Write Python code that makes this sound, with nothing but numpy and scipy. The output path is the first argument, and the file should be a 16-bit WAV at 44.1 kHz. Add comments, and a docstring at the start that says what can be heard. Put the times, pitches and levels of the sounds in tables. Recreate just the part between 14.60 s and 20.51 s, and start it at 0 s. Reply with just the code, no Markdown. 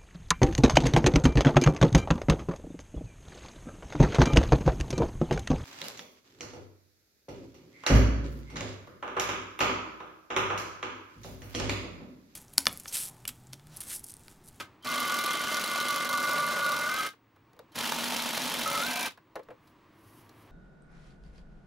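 """In a faintly humming workshop a cordless impact driver coasts out of a pull, then sinks two bolts into a wooden frame.
Gear rasp is coloured noise, the motor a wandering hum; hammer blows crack as clicks and noise bursts on the anvil.
Bit, bolt and frame ring along as narrow noise resonances, most of them rising as each bolt seats.
Wood knocks come before, between and after the bolts as the bit and tool touch down, the heaviest on the bench.
At the end a hand slides over the wood: swells of grainy hiss."""
import sys
import numpy as np
from scipy import signal
from scipy.fft import rfft, irfft, next_fast_len
from scipy.io import wavfile

SR = 44100
rng = np.random.default_rng(int(sys.argv[2]) if len(sys.argv) > 2 else 0)


def unload_audio(sound):
    """Save the sound as a 16-bit wav file, at the path given as the first command line argument."""
    columns = np.transpose(np.atleast_2d(sound))
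    # keep every value between -1 and 1, then stretch to whole-number steps
    steps = np.round(np.clip(columns, -1, 1) * 32767)
    wavfile.write(sys.argv[1], SR, steps.astype(np.int16))


def voltage_ratio(decibels):
    """Convert decibels (scalar or array-like) to amplitude ratios, 20 dB per decade."""
    exponent = np.asarray(decibels, float) / 20
    return 10 ** exponent


N = 260631
T = np.arange(N) / SR

# Pulls of the trigger. Each row: motor takes hold in seconds, trigger released in seconds, level in dB.
PULLS = [(-1., -.005, 0.5), (.25, 2.458, 0), (3.156, 4.462, 0.5)]
# Colour of a hard, bright contact. Each row: frequency in Hz, level in dB.
CRACK_COLOUR = [(800, -49), (2500, -16), (4000, 8.5), (7000, -1.5), (8500, -5.5), (11500, 1), (15500, -9.5)]


def rms_one(x):
    """Scale to an rms of 1."""
    return x / np.sqrt(np.mean(x ** 2) + 1e-20)


def coloured(x, points):
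    """Filter by a (Hz, dB) table read on a log frequency axis."""
    size = next_fast_len(N)
    hz = np.maximum(np.arange(size // 2 + 1) * SR / size, 1)
    table_hz, table_db = np.transpose(points)
    gain = voltage_ratio(np.interp(np.log(hz), np.log(table_hz), table_db))
    return irfft(rfft(x, size) * gain, size)[..., :N]


def noise(points, channels=1):
    """Coloured noise of rms 1."""
    return rms_one(coloured(rng.standard_normal((channels, N)), points))


def dying(x, seconds):
    """Each impulse dies away exponentially with the given time constant."""
    return signal.lfilter([1], [1, -np.exp(-1 / (seconds * SR))], x + 1e-18)


def flicker(rate_hz):
    """Random wander of rms 1: noise smoothed twice."""
    smoothing_s = 1 / (2 * np.pi * rate_hz)
    return rms_one(dying(dying(rng.standard_normal(N), smoothing_s), smoothing_s))


def resonance(drive, hz, width_hz, even=0):
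    """A resonance whose centre may move: shift down, low-pass, shift back; even > 0 steadies its swing; rms 1."""
    turn = np.exp(2j * np.pi * np.cumsum(hz * np.ones(N)) / SR)
    ring_s = 1 / (np.pi * width_hz)
    swing = dying(dying(drive / turn, ring_s), .25 * ring_s)      # the second pass steepens the skirts
    return rms_one((swing * turn).real / (np.abs(swing) + 1e-9) ** np.clip(even, 0, 1))


def swell(peak_s, rise_s, fall_s):
    """A smooth bump of height 1."""
    return np.exp(-((T - peak_s) / np.where(T < peak_s, rise_s, fall_s)) ** 2)


def shop():
    """Wide rumble with a few humming bands and one thin steady whine near the top of hearing."""
    # Level of the rumble over time. Each row: time in seconds, level in dB.
    level_points = [(0.0, -57), (0.22, -65), (2.56, -70), (2.75, -68), (3.12, -65), (4.58, -67.5),
                    (4.95, -65), (5.91, -59)]
    # Colour of the rumble. 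Each row: frequency in Hz, level in dB.
    rumble_colour = [(15, -45.5), (25, -11), (69, -25), (106, -11.5), (131, -2.5), (286, -5), (326, -20),
                     (354, -6), (501, -9), (879, -11), (1120, -5), (1350, -12.5), (1860, -13.5),
                     (2630, -17.5), (15000, -45.5)]
    # Humming bands. Each row: centre in Hz, width in Hz, level in dB relative to the rumble.
    hum_bands = [(107, 31, -3.5), (309, 61, -2.5), (959, 110, -10)]
    whine_hz, whine_rms_db = 15622, -80.5
    s, level_db = np.transpose(level_points)
    mid, side = noise(rumble_colour, channels=2)
    hum = sum(voltage_ratio(hum_db) * resonance(rng.standard_normal(N), hz, width_hz) for hz, width_hz, hum_db in hum_bands)
    wide = mid + hum + voltage_ratio(-13) * side * np.array([[1], [-1]])
    whine = voltage_ratio(whine_rms_db) * np.sqrt(2) * np.sin(2 * np.pi * whine_hz * T)
    return voltage_ratio(np.interp(T, s, level_db)) * wide + whine


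def trigger_db():
    """Motor level: every pull spins up steeply, settles over its last decibels, holds and coasts to rest."""
    spin_up_db_per_s, settle_db, settle_s = 1496, -5, 0.02
    coast_db, coast_s, coast_bend = -35, .08, 1.3      # falls by coast_db at coast_s, ever more steeply
    pulls_db = []
    for start, release, level_db in PULLS:
        spin_up = spin_up_db_per_s * np.minimum(T - start, 0)
        settle = settle_db * np.exp(-np.maximum(T - start, 0) / settle_s)
        coast = coast_db * (np.maximum(T - release, 0) / coast_s) ** coast_bend
        pulls_db.append(level_db + spin_up + settle + coast)
    return np.max(pulls_db, axis=0)


def by_stage(bolt, starting, free, biting, seated):
    """A quantity that moves as the bolt runs free, bites and seats; the opening pull ends on a seated bolt."""
    # Progress of each bolt. Each row: bites at, bite takes, seats at, seating takes, all in seconds.
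    bolts = [(1.4, .3, 2.26, .12), (4.042, .02, 4.205, .07)]
    bites, bite_s, seats, seat_s = bolts[bolt]
    s = [PULLS[bolt + 1][0], bites, bites + bite_s, seats, seats + seat_s]
    return np.where(T < PULLS[1][0] / 2, seated, np.interp(T, s, [starting, free, biting, biting, seated]))


def on_second_bolt():
    """True from midway between the release of the first bolt's pull and the start of the second's."""
    return T > (PULLS[1][1] + PULLS[2][0]) / 2


def over_both_bolts(stages):
    """Follow the first bolt's stages, then the second's."""
    first, second = stages
    return np.where(on_second_bolt(), by_stage(1, *second), by_stage(0, *first))


def motor_turns():
    """The turning motor: a narrow, fairly even resonance of rms 1 whose pitch wanders."""
    turns_hz, wander_hz = 238.6, 4.6
    return resonance(rng.standard_normal(N), turns_hz + wander_hz * flicker(2), width_hz=8., even=.75)


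def gear_rasp(turns):
    """Gear teeth grinding: flickering coloured noise that swells with the motor's turns."""
    # Colour of the rasp on the first and on the second bolt. Each row: frequency in Hz, level in dB.
    first_colour = [(35, -61.5), (60, -32.5), (238, -8), (492, -12.5), (566, -6.5), (822, -13),
                    (1170, -5.5), (1470, -7), (1780, -13), (2090, -10), (2470, -12), (3120, -11),
                    (12100, -25.5), (16000, -33.5)]
    second_colour = [(35, -57), (60, -58), (193, -6.5), (233, -2), (371, -12.5), (636, -5), (803, -8.5),
                     (903, -2), (1010, -5.5), (1860, -9), (3120, -7.5), (8120, -18.5), (11800, -20),
                     (16000, -26)]
    # One row a bolt: level in dB when starting, just before the bite, biting and seated.
    stages_db = [(-36.2, -36.5, -37.5, -37), (-36, -34.5, -36, -37)]
    rasp = np.where(on_second_bolt(), noise(second_colour)[0], noise(first_colour)[0])
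    rasp = rasp * (1 + 0.13 * turns)      # the gears bite harder once a turn
    wander_db = .4 * flicker(11) + 2.76 * flicker(100)
    return voltage_ratio(over_both_bolts(stages_db) + wander_db) * rasp


def motor_hum(turns):
    """The motor's hum under load, with a groan as the second bolt pulls tight."""
    # One row a bolt: level in dB when starting, just before the bite, biting and seated.
    stages_db = [(-48.5, -54, -52, -62), (-45, -45.5, -55, -54)]
    # The groan: its peak in seconds, level in dB, half length in seconds.
    groan_s, groan_db, half_s = (4.295, -40.5, 0.021)
    groan = voltage_ratio(groan_db) * swell(groan_s, half_s, half_s)
    return (voltage_ratio(over_both_bolts(stages_db) + 1.1 * flicker(2.4)) + groan) * turns


def rumble():
    """Low wandering noise, with a kick as the tool jerks in the hand when the motor takes hold."""
    # Colour of the rumble. 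Each row: frequency in Hz, level in dB.
    colour = [(40, -26.5), (70, -10), (120, 5), (170, 12.5), (260, -37)]
    # One row a bolt: level in dB when starting, just before the bite, biting and seated.
    stages_db = [(-74, -71, -57.5, -71), (-60.5, -57.5, -57.5, -71.5)]
    kick_db, kick_s = -49, 0.024
    kick = sum(voltage_ratio(kick_db) * swell(start + kick_s, kick_s, kick_s) for start, _, _ in PULLS)
    return (voltage_ratio(over_both_bolts(stages_db) + 3. * flicker(2.3)) + kick) * noise(colour)[0]


def hammer(running):
    """Hard blows; while the motor runs, glancing ones keep the hammer's beat in the gaps, over a faint rattle."""
    # The hard blows. Each row: time in seconds, impulse strength in dB.
    hard_blows = [(0.2469, -30), (0.3162, -21.5), (0.4028, -21), (0.4783, -24), (0.589, -21), (0.6398, -21),
                  (0.661, -19.5), (0.6803, -28), (0.7088, -23), (0.9448, -21.5), (0.9966, -23.5),
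                  (1.0137, -23.5), (1.04, -21), (1.0769, -22.5), (1.1776, -21.5), (1.2018, -22),
                  (1.3065, -21.5), (1.3436, -22.5), (1.3606, -19.5), (1.491, -19.5), (1.5285, -19),
                  (1.5509, -24.5), (1.5753, -19), (1.6718, -27), (1.711, -23.5), (1.733, -22.5),
                  (1.7814, -21), (1.8651, -24), (1.8871, -25), (1.9098, -25), (1.9619, -26), (1.9873, -28),
                  (2.0256, -24.5), (2.0451, -24.5), (2.0632, -23.5), (2.0924, -24.5), (2.1648, -22.5),
                  (2.2358, -24.5), (2.2614, -25), (2.2956, -26.5), (2.363, -25), (2.3872, -27.5),
                  (2.4323, -28), (2.464, -26), (3.1575, -30), (3.1878, -21), (3.2347, -25), (3.294, -23),
                  (3.3868, -22.5), (3.4187, -27.5), (3.4414, -25.5), (3.5232, -23.5), (3.5425, -22),
                  (3.5654, -20), (3.6222, -23.5), (3.6612, -23), (3.6902, -23.5), (3.7957, -27.5),
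                  (3.918, -26), (4.1018, -24.5), (4.1296, -22.5), (4.1523, -23.5), (4.2352, -24),
                  (4.2645, -20.5), (4.3584, -21.5), (4.372, -26), (4.3922, -25), (4.4285, -20),
                  (4.456, -28.5)]
    beats_per_s, jitter_s = 46., .002
    glancing_db, glancing_spread_db = -26, -2.5
    rattles_per_s, rattle_db = 120., -42      # rattle_db is the weakest rattle
    rattle_strength = voltage_ratio(rattle_db + 3.0 * np.minimum(rng.exponential(1, N), 3))
    train = (rng.random(N) < rattles_per_s / SR) * rattle_strength
    chance = rng.standard_normal((N, 2))
    for (s, _), (following, _) in zip(hard_blows, hard_blows[1:]):
        steps = max(round((following - s) * beats_per_s), 1)
        for beat in np.linspace(s, following, steps + 1)[1:-1]:
            late, weakness = chance[round(beat * SR)]
            strength_db = glancing_db + glancing_spread_db * np.clip(weakness, -3, 1.5)
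            train[round((beat + jitter_s * late) * SR)] = voltage_ratio(strength_db)
    train = train * running
    for s, strength_db in hard_blows:
        train[round(s * SR)] = voltage_ratio(strength_db)
    return train


def cracks(blows):
    """Each blow and its rebound click and burst out in every band of the anvil with a strength of their own."""
    # Edges of the anvil's neighbouring bands in Hz.
    band_edges = [900, 2600, 4600, 8000, 12500, 16000]
    rebound_s, rebound_db = .0043, -9.5
    struck = blows + voltage_ratio(rebound_db) * np.roll(blows, round(rebound_s * SR))
    hiss, out = noise(CRACK_COLOUR)[0], 0
    for low, high in zip(band_edges, band_edges[1:]):
        strengths = struck * voltage_ratio(1.4 * np.clip(rng.standard_normal(N), -2, 2))
        band = signal.butter(2, [low, high], "band", fs=SR, output="sos")
        fading = 0.95 * dying(strengths, 0.00092) + 0.26 * dying(strengths, 0.0054)
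        burst = signal.sosfilt(band, hiss) * fading
        click = signal.sosfilt(band, coloured(strengths, CRACK_COLOUR))
        out = out + burst + click
    return out


def rings(blows):
    """Bit, bolt and frame resonate to noise that each blow drives harder for a moment; pitches move on seating."""
    # One list a bolt. Each row: frequency in Hz, frequency when seated in Hz, width in Hz,
    # then level in dB when starting, just before the bite, biting and seated.
    rings_by_bolt = [
        [(574, 840, 41, -62.5, -50, -43.5, -65), (973, 1200, 84, -58, -50.5, -47, -45.5),
         (1171, 1268, 34.7, -35, -37.5, -36.5, -38), (1454, 1575, 29, -41.5, -40.5, -36.5, -38.5),
         (2085, 2089, 15, -43.5, -44.5, -45.5, -45), (2330, 2356, 210, -52, -69, -55, -48),
         (3100, 3181, 260, -47, -48, -63, -50)],
        [(570, 730, 29, -72, -61, -44.5, -63), (707, 706, 30, -75.5, -65, -63, -44.5),
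         (908, 970, 74, -46.5, -55, -48.5, -46), (1301, 1560, 44, -52.5, -60, -36, -43.5),
         (2100, 2089, 17, -65, -66, -46.5, -56), (2410, 2356, 40, -71, -72.5, -55, -48),
         (2690, 2591, 120, -71, -82, -59, -47), (3110, 3181, 240, -48.5, -51.5, -58, -62)],
    ]
    # Brief dips of the rings. Each row: time in seconds, depth in dB, half length in seconds.
    dips = [(1.026, -9.5, 0.028)]
    build_s, start_db = 0.02, -12      # the rings take a moment to build after each start
    shaking = 1 + 55.0 * dying(blows, 0.0049)
    build_db = sum(start_db * swell(start, build_s, build_s) for start, _, _ in PULLS)
    dip_db = sum(depth_db * swell(s, half_s, half_s) for s, depth_db, half_s in dips)
    second, out = on_second_bolt(), 0
    for bolt, modes in enumerate(rings_by_bolt):
        for hz, seated_hz, width_hz, *stage_db in modes:
            level_db = by_stage(bolt, *stage_db) + build_db + dip_db + 1.1 * flicker(7.5)
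            moving_hz = by_stage(bolt, hz, hz, hz, seated_hz)
            ring = resonance(shaking * rng.standard_normal(N), moving_hz, width_hz, even=.4)
            out = out + (second == bolt) * voltage_ratio(level_db) * ring
    return out


def squeal():
    """A thin squeal, one narrow resonance, as the motor takes hold."""
    # Each row: peak in seconds, level in dB.
    squeals = [(.24, -56), (3.14, -68)]
    strokes = sum(voltage_ratio(level_db) * swell(s, .016, 0.0069) for s, level_db in squeals)
    return strokes * resonance(rng.standard_normal(N), hz=3140, width_hz=90.)


def driver():
    """The whole tool: gears, motor and rings follow the trigger; cracks and squeals come on top."""
    running = voltage_ratio(trigger_db())
    turns = motor_turns()
    blows = hammer(running)
    body = gear_rasp(turns) + motor_hum(turns) + rumble() + rings(blows)
    return running * body + cracks(blows) + squeal()


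def knocks():
    """A rough contact swells and rings the wood modes, with a dull thud around them and a bright tick on top."""
    # Bit and tool touching wood. Each row: time in seconds, strength in dB, tick relative to it in dB,
    # thud relative to it in dB, contact time constant in milliseconds.
    contacts = [(0.224, -70, 14.5, -12, 13), (2.534, -63.5, -12, 14, 4.4), (2.76, -62.5, -6, 3.5, 7.9),
                (2.932, -55.5, -3, -5, 3.2), (2.965, -53, -11, -11, 3.6), (2.991, -41, -6.5, -5, 3.9),
                (3.118, -67.5, 9, 7, 16), (4.574, -60, 1.5, 11.5, 5.9), (4.755, -28, -17.5, -6, 6.3),
                (4.792, -38.5, -24, -5, 3.7), (4.831, -64.5, 3, -12, 8.4), (4.886, -40, -34, -1.5, 1.8),
                (4.903, -38, -29, -7.5, 7.5), (5.072, -61.5, -1, -3, 12), (5.693, -59, 8, 2, 3.9)]
    # Wood modes. Each row: frequency in Hz, relative level in dB, time to fall by 60 dB in seconds.
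    wood_modes = [(330, -12, .06), (445, -6, .07), (505, 0, .085), (610, -9, .055), (694, -8, .055),
                  (856, -8, .05), (1050, -10, .045), (1281, -12, .035)]
    # Colour of the thud. Each row: frequency in Hz, level in dB.
    thud_colour = [(150, -13.5), (400, -2.5), (900, 1.5), (1500, -1), (2600, -10), (4500, -28), (9000, -35)]
    push, tick, thud = np.zeros((3, N))
    for s, strength_db, tick_db, thud_db, contact_ms in contacts:
        fading = 1000 * np.maximum(T - s, 0) / contact_ms
        rising = 1 - np.exp(-3.0 * fading)
        push += voltage_ratio(strength_db) * rising * np.exp(-fading) * 1000 / (SR * contact_ms)
        tick += voltage_ratio(strength_db + tick_db) * (1 - np.exp(-9.0 * fading)) * np.exp(-1.4 * fading)
        thud += voltage_ratio(strength_db + thud_db) * rising * np.exp(-.6 * fading)
    out = tick * noise(CRACK_COLOUR)[0] + thud * noise(thud_colour)[0]
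    modes = 0
    for hz, level_db, t60_s in wood_modes:
        swing = dying(push, t60_s / np.log(1000))      # the contact feeds the mode, which then dies away
        mode = resonance(rng.standard_normal(N), hz, width_hz=52.0, even=0.76)
        modes = modes + voltage_ratio(level_db) * swing * mode
    return out + voltage_ratio(-2.0) * modes


def hand():
    """Skin and sleeve sliding over planed wood: a slightly grainy hiss."""
    # Strokes of the hand. Each row: loudest at in seconds, level in dB, rise in seconds, fall in seconds.
    slides = [(5.085, -75, 0.061, .04), (5.56, -64.5, .15, 0.11), (5.8, -70, .06, 0.09)]
    # Colour of the hiss. Each row: frequency in Hz, level in dB.
    hiss_colour = [(1470, -33), (2500, -10.5), (2970, -0.5), (3690, -9), (5350, -5), (7650, -10),
                   (11400, 0), (13200, -4), (16000, -9)]
    strokes = sum(voltage_ratio(level_db) * swell(s, rise_s, fall_s) for s, level_db, rise_s, fall_s in slides)
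    grain = voltage_ratio(1.5 * flicker(40))
    return strokes * grain * noise(hiss_colour)[0]


def walls(x):
    """Dull diffuse echoes, exponentially fading noise that is unrelated at the two sides."""
    # Colour of the echoes. Each row: frequency in Hz, level in dB.
    echo_colour = [(30, -5.5), (200, 2.5), (700, -4), (1200, 0), (2000, 1.5), (3500, 4.5), (6000, 0.5),
                   (9000, -2), (16000, -27)]
    t60_s, first_echo_s = 0.16, .003
    t = T[:SR // 3]
    echoes = rng.standard_normal((2, len(t))) * voltage_ratio(-60 * t / t60_s) * (t > first_echo_s)
    echoes = echoes / np.sqrt(np.sum(echoes ** 2, axis=1, keepdims=True))
    return signal.fftconvolve(coloured(x, echo_colour)[None], echoes, axes=1)[:, :N]


def microphones(x):
    """The two close ports differ a little in level and phase from band to band."""
    # Left level over right. Each row: frequency in Hz, difference in dB.
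    left_over_right = [(60, -5), (125, -2.8), (250, -2), (500, 1.4), (1000, .6), (2000, -.8), (4000, -.9),
                       (8000, 0), (16000, 0)]
    # Phase by which left leads right. Each row: frequency in Hz, lead in radians.
    left_leads = [(0, 0), (260, -0.6), (1030, -0.46), (2760, -0.4), (3450, -0.0), (15800, 0.0)]
    size = next_fast_len(N)
    log_hz = np.log(np.maximum(np.arange(size // 2 + 1) * SR / size, 1))
    level_hz, level_db = np.transpose(left_over_right)
    lead_hz, lead_rad = np.transpose(left_leads)
    level = np.interp(log_hz, np.log(level_hz), level_db)
    lead = np.interp(log_hz, np.log(lead_hz), lead_rad)
    half = voltage_ratio(level / 2) * np.exp(.5j * lead)      # half the difference goes to each side
    return irfft(rfft(x, size) * np.array([half, 1 / half]), size)[:, :N]


def scene():
    """Tool, knocks and hand reach the two ports directly and by the walls, over the shop's hum."""
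    near = driver() + knocks() + hand()
    return microphones(near) + voltage_ratio(-11.5) * walls(near) + shop()


def low_pass(x):
    """Removes everything above the highest recorded frequency."""
    return signal.sosfilt(signal.butter(12, 16250, fs=SR, output="sos"), x)


def record(dry):
    """Peaks are rounded softly and the top is cut steeply."""
    overload, top_hz = .2, 16250      # overload is the full-scale fraction that rounded peaks approach
    rounded = overload * np.tanh(dry / overload)
    mix = signal.sosfilt(signal.cheby2(16, 60, top_hz, fs=SR, output="sos"), rounded)
    return low_pass(mix)


dry = scene()
out = record(dry)
unload_audio(out)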